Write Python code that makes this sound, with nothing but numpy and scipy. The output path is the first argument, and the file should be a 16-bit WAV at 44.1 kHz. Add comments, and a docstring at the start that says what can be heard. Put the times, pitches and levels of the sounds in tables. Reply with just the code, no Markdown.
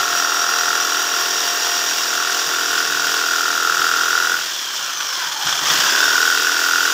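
"""Jigsaw cutting plywood

A corded jigsaw cuts a plywood sheet outdoors, close by. Each blade stroke knocks the sheet twice,
exciting its damped modes, and rasps out dust, over the hum, gear whine and fan hiss of the saw.
Midway the trigger is let go: the motor coasts down, the saw rattles on the sheet, then spins up
and bites again."""
import sys
import numpy as np
from scipy.fft import rfft, irfft, next_fast_len
from scipy.io import wavfile
from scipy.ndimage import map_coordinates

SR = 44100
rng = np.random.default_rng(int(sys.argv[2]) if len(sys.argv) > 2 else 0)


def master(y):
    """Save y as 16-bit WAV."""
    cut = np.clip(np.atleast_2d(y).T, -1, 1)
    pcm = np.round(cut * 32767)  # scale
    wavfile.write(sys.argv[1], SR, pcm.astype(np.int16))


N = 305613


def motor():
    """Drag and dry friction slow the freed motor; under power, speed and bite recover exponentially."""
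    # The speed held or headed for, shifting with the feed. Each row: time in seconds, strokes a second.
    driven_speed = [(0, 41.74), (.3, 41.18), (.6, 41.85), (.95, 41.4), (1.95, 41.4), (2.35, 41.76),
                    (2.75, 41.31), (3.65, 41.39), (4.15, 41.95), (4.38, 43.01), (6.0, 42.38), (6.25, 42.53),
                    (6.5, 41.69), (6.93, 42.47)]
    trigger_off_s, trigger_on_s, ease_off_s = 4.38, 5.593, .042
    coast_s, spin_up_s, release_s, grip_s = 1.81, .211, .15, .17  # time constants
    friction = .346  # as a share of the drag at full speed
    t = np.arange(N) / SR
    off = np.clip(t - trigger_off_s, 0, trigger_on_s - trigger_off_s)
    eased = np.maximum(t - trigger_off_s + ease_off_s, 0)  # the hand stops pushing first
    on = np.maximum(t - trigger_on_s, 0)
    # slack is the share of full speed lost; bite (0-1) is how hard the teeth are driven into the wood
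    slack = (1 + friction) * (1 - np.exp(-off / coast_s)) * np.exp(-on / spin_up_s)
    bite = .85 * (1 - (1 - np.exp(-eased / release_s)) * np.exp(-on / grip_s))
    return curve(driven_speed) * (1 - slack), slack, bite


def chatter(turns, slack, bite):
    """Impact excitation: each stroke slaps the sheet against the shoe twice; unloaded, the shoe buzzes."""
    # Chatter follows the pressure on the shoe. Each row: time in seconds, relative level in dB.
    strength = [(0, -23.5), (.35, -20), (1.05, -24.5), (1.3, -29), (1.95, -29.5), (2.2, -23), (2.45, -28),
                (2.55, -23.5), (3.2, -22), (3.8, -18.5), (4.35, -19.5), (6.08, -16), (6.5, -20),
                (6.76, -16.5), (6.93, -22)]
    level_db = curve(strength)
    up = knocks(turns, lag=.245, scatter_db=.6, jitter_s=.00003)
    down = knocks(turns, lag=.686, scatter_db=1, jitter_s=.0001)
    return_db = -10 + .4 * (level_db - level_db.mean())
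    slaps = unit(up + amp(return_db) * down)
    grip = unit(.5 + swell(turns, lag=.28, sharpness=2.4) + .48 * swell(turns, lag=.71, sharpness=.65))
    scrape_spectrum = [(700, -13), (1100, -8.5), (1500, 4.5), (1720, -1.5), (2100, -39), (2800, -18)]
    scrape = grip * noise(scrape_spectrum, grain_db=4)
    loaded = amp(level_db + 2.5 + .8 * wobble(12)) * bite ** 2.7  # slaps need a firm bite
    buzz = amp(-41 + 18.5 * slack + 2.7 * wobble(13)) * (1 - bite)
    return loaded * (slaps + amp(-8) * scrape) + buzz * scrape


def knocks(turns, lag, scatter_db, jitter_s):
    """Modal ringing: one uneven knock a stroke, lag of a cycle late; each mode swells, then decays."""
    # Modes of sheet and shoe. Each row: multiple of the main note, width in Hz, relative level in dB.
    modes = [(.78, 171, -21.5), (1.004, 225, 2.5), (1.3, 238, -14.5)]
    # The main note shifts with blade position and shoe pressure. 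Each row: time in seconds, pitch in Hz.
    main_note = [(0, 1365), (1, 1390), (2.3, 1393), (3, 1444), (3.7, 1377), (4.35, 1435), (5.85, 1595),
                 (6.05, 1462), (6.9, 1425)]
    t = np.arange(N) / SR
    stroke = np.floor(turns - lag).astype(int) + 1
    timing, force = rng.standard_normal((stroke[-1] + 1, 2)).T
    start = np.interp(np.arange(len(timing)) + lag - 1, turns, t) + jitter_s * timing
    age = np.maximum(t - start[stroke], 0)
    note_hz = curve(main_note)
    ring = np.zeros(N)
    for ratio, width_hz, db in modes:
        envelope = amp(db) * (width_hz * age) ** 2 * np.exp(-np.pi * width_hz * age)
        ring += envelope * np.sin(2 * np.pi * ratio * note_hz * age)
    return amp(scatter_db * force[stroke]) * ring


def cutting(turns, surge, bite, cut_s):
    """Modulated noise: teeth tear fibres on both passes; without load the fan and brushes are left."""
    # The loudness that all four noises follow. 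Each row: time in seconds, relative level in dB.
    effort = [(0.0, -22), (1.93, -21.5), (4.3, -22.5), (4.71, -25), (4.75, -22.5), (4.98, -26.5),
              (5.02, -23), (5.4, -23.5), (5.48, -20.5), (5.62, -21.5), (5.69, -17.5), (6.41, -20.5),
              (6.93, -20.5)]
    # Spectra of scraped sheet, teeth, fan and dust. Each row: frequency in Hz, relative density in dB.
    wood_spectrum = [(200, -17), (310, -5), (430, -4.5), (560, -4), (800, -1.5), (1100, 5.5), (1600, 4),
                     (1950, 2), (2200, -23), (3000, -42)]
    rasp_spectrum = [(1500, 0.5), (2150, -10.5), (2520, -6), (2760, 0), (3000, -3.5), (3600, -1),
                     (4200, -9), (4780, 0), (5300, -1), (5680, 2), (6200, -5), (7000, -5), (8200, -14.5),
                     (10500, -25.5)]
    fan_spectrum = [(1120, -42), (1900, -19.5), (2390, -8), (2520, -11.5), (2750, -11), (3170, -1.5),
                    (3530, -4), (3750, -11.5), (4150, -8), (4680, -9), (5290, -3.5), (6050, -5.5),
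                    (9500, -26), (12400, -65), (20900, -120)]
    dust_spectrum = [(6500, 7), (8600, -19), (10000, -6), (11800, -5.5), (13000, -2.5), (14000, 1.5),
                     (15600, 0)]
    hiss_db = curve(effort) + .43 * wobble(11)
    upstroke = .6 * swell(turns, lag=.31, sharpness=1.7)
    downstroke = .51 * swell(turns, lag=.74, sharpness=1.5)
    wood = amp(hiss_db - 7 + 4 * surge - .5 * cut_s) * noise(wood_spectrum, grain_db=.5)
    rasp = amp(hiss_db + .16) * np.sqrt(bite) * noise(rasp_spectrum, grain_db=2)
    fan = amp(hiss_db - 1.2) * np.sqrt(1 - bite) * noise(fan_spectrum, grain_db=2.5)
    dust = amp(hiss_db - 11 - 4 * (1 - bite)) * noise(dust_spectrum, grain_db=2)
    return unit(1 + upstroke + downstroke) * (wood + rasp + fan + dust)


def whine(turns, surge, bite):
    """Resonance: gear teeth and commutator sing roughly, loudest where they cross the housing's peaks."""
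    # Gear and motor tones. Each row: multiple of the stroke rate, driven and coasting source level in dB.
    partials = [(47, -43, -35), (92, -30.5, -50), (94, -50, -36), (230, -38, -34), (345, -42, -37),
                (471, -52, -31), (575, -50, -34), (690, -50, -33), (805, -50, -32)]
    # How well the housing radiates. Each row: frequency in Hz, gain in dB.
    housing = [(600, -14), (850, 0), (1250, 0), (1900, -6), (2500, -6), (3200, -1), (3550, 1), (3800, -9),
               (4500, -6), (5300, 3), (6100, 1), (7000, -9), (8300, -20), (15600, -22)]
    # A gear shriek under load. Each row: time in seconds, relative level in dB.
    shriek_level = [(0, -25), (.8, -25), (1.2, -26.5), (1.75, -25), (2.3, -29), (4.3, -45), (6.1, -26),
                    (6.9, -51)]
    gears = np.zeros(N)
    for order, driven_db, coasting_db in partials:
        level = bite * amp(driven_db + 5 * surge) + (1 - bite) * amp(coasting_db)
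        gears += level * tone(turns, order, rough=.9, width_hz=200)
    shriek = bite * amp(curve(shriek_level)) * tone(turns, order=137, rough=.94, width_hz=230)
    return coloured(gears, housing) + shriek


def hum(turns, bite, cut_s):
    """Forced vibration: the plunger shakes housing and sheet at harmonics of the stroke rate."""
    # The plunger's hum and the drone of the sheet's free end.
    # Each row: multiple of the stroke rate, relative level in dB.
    plunger_partials = [(4, -17.5), (5, -13.5), (6, -16.5), (7, -1), (8, -5), (9, 2), (10, -2), (11, 3.5),
                        (12, -5), (16, -3.5)]
    sheet_partials = [(14, -11.5), (15, -12), (17, 1), (18, -14.5), (19, -7.5), (21, -5), (26, -1.5),
                      (27, -1), (44, -1)]
    # as the cut lengthens the hum grows and the drone fades
    plunger = amp(-35.5 + .2 * cut_s) * harmonics(turns, plunger_partials)
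    drone = amp(-26 - 2.5 * cut_s) * harmonics(turns, sheet_partials)
    return bite ** 2 * (plunger + drone)


def rattle():
    """Damped impacts: the saw jolts the sheet, mostly as it slows and restarts, over a dull thudding."""
    # Shoe and blade clack on the sheet; the sheet thumps on its support.
    # Each row: start in seconds, relative level in dB.
    clack_events = [(5.0027, -13.5), (5.4121, -13), (5.4684, -7), (5.493, -9), (5.5254, -7), (5.59, -10),
                    (5.656, -7.5), (5.7004, -6.5), (5.7353, -9), (5.801, -5.5), (5.8617, -10),
                    (5.8875, -11)]
    thump_events = [(2.46, -45), (4.324, -52), (5.445, -33), (5.613, -35), (5.689, -36), (5.78, -40)]
    # Continuous thudding on the support. Each row: time in seconds, relative level in dB.
    thud_level = [(0, -53.5), (1.2, -65), (2.3, -66), (2.95, -51), (3.45, -61), (3.8, -52.5), (4.3, -58),
                  (4.5, -61.5), (6.93, -57.5)]
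    # Spectra of the clacks and the low thuds. Each row: frequency in Hz, relative density in dB.
    clack_spectrum = [(150, -39), (700, -1.5), (1450, 14), (2200, -7), (3300, 13.5), (4300, -6),
                      (5700, 10.5), (9000, -15), (15000, -27)]
    thud_spectrum = [(25, -30), (60, -11.5), (100, -8), (160, 5.5), (225, -10.5), (320, 3), (430, -21)]
    clacks = amp(-4.5) * jolts(clack_events, rise_s=.00042, t60_s=.048)
    thumps = amp(-1) * jolts(thump_events, rise_s=.0065, t60_s=.34)
    thudding = amp(curve(thud_level) + .5 + 2.7 * wobble(12))
    return clacks * noise(clack_spectrum) + (thumps + thudding) * noise(thud_spectrum)


def jolts(events, rise_s, t60_s):
    """Exponential decay: an envelope that jumps up at each event and dies away."""
    t = np.arange(N) / SR
    ages = [(np.maximum(t - start_s, 0), db) for start_s, db in events]
    return sum(amp(db - 60 * age / t60_s) * (1 - np.exp(-age / rise_s)) for age, db in ages)


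def harmonics(turns, partials):
    """Superposition of nearly pure partials, each wavering in level; rms 1."""
    return unit(sum(amp(db + 1.2 * wobble(3)) * tone(turns, order, rough=.091, width_hz=20)
                    for order, db in partials))


def tone(turns, order, rough, width_hz):
    """Line broadening: a stroke harmonic of rms 1, the share rough of its power smeared over width_hz."""
    smear = (wobble(width_hz) + 1j * wobble(width_hz)) / np.sqrt(2)
    spread = order ** 2 / 13  # bending waves disperse, so the partials spread over the cycle
    carrier = np.exp(2j * np.pi * (order * turns + spread))
    return unit(np.real(carrier * (np.sqrt(1 - rough) + np.sqrt(rough) * smear)))


def swell(turns, lag, sharpness):
    """Periodic envelope: one smooth bump a stroke, peaking lag of a cycle late."""
    return np.exp(sharpness * (np.cos(2 * np.pi * (turns - lag)) - 1))


def noise(spectrum, grain_db=0):
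    """Coloured noise of rms 1; fast amplitude modulation by grain_db clumps it into tiny snaps."""
    clumps = np.clip(wobble(1200), -3, 3)
    return unit(coloured(rng.standard_normal(N) * amp(grain_db * clumps), spectrum))


def coloured(x, spectrum):
    """Spectral shaping by (Hz, dB) points joined on a logarithmic frequency axis."""
    points_hz, db = np.transpose(spectrum)
    return filtered(x, lambda hz: amp(np.interp(np.log(hz + 1), np.log(points_hz), db, -80, -80)))


def filtered(x, response):
    """Linear filtering: the spectrum of x times a frequency response."""
    size = next_fast_len(N + SR // 2)
    return irfft(rfft(x, size) * response(np.fft.rfftfreq(size, 1 / SR)), size)[:N]


def wobble(rate):
    """Smooth random fluctuation: a spline through rate knots a second."""
    knots = rng.standard_normal(int(N * rate / SR) + 4)
    return map_coordinates(knots, [np.arange(N) * rate / SR])


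def curve(rows):
    """Linear interpolation of (seconds, value) rows at every sample."""
    return np.interp(np.arange(N) / SR, *np.transpose(rows))


def amp(db):
    """Decibels to amplitude ratio."""
    return 10 ** (np.asarray(db) / 20)


def unit(x):
    """Normalisation to rms 1."""
    return x / np.sqrt(np.mean(x ** 2) + 1e-20)


def scene():
    """Phase locking: one crank times the saw's tones and the cut; the rattle is added to them."""
    speed, slack, bite = motor()
    turns = np.cumsum(speed) / SR
    cut_s = np.cumsum(bite) / SR  # cutting time, weighted by bite
    # acceleration strains gears and blade, fully at 20 strokes per second squared
    surge = np.clip(np.gradient(speed) * SR / 20, 0, 1)
    saw = hum(turns, bite, cut_s) + whine(turns, surge, bite)
    cut = chatter(turns, slack, bite) + cutting(turns, surge, bite, cut_s)
    return (saw + cut + rattle())[None]


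def record(dry):
    """Band limiting: an ideal low-pass filter removes the highest treble."""
    return filtered(dry[0], lambda hz: hz < 15600)[None]


dry = scene()
out = record(dry)
master(out)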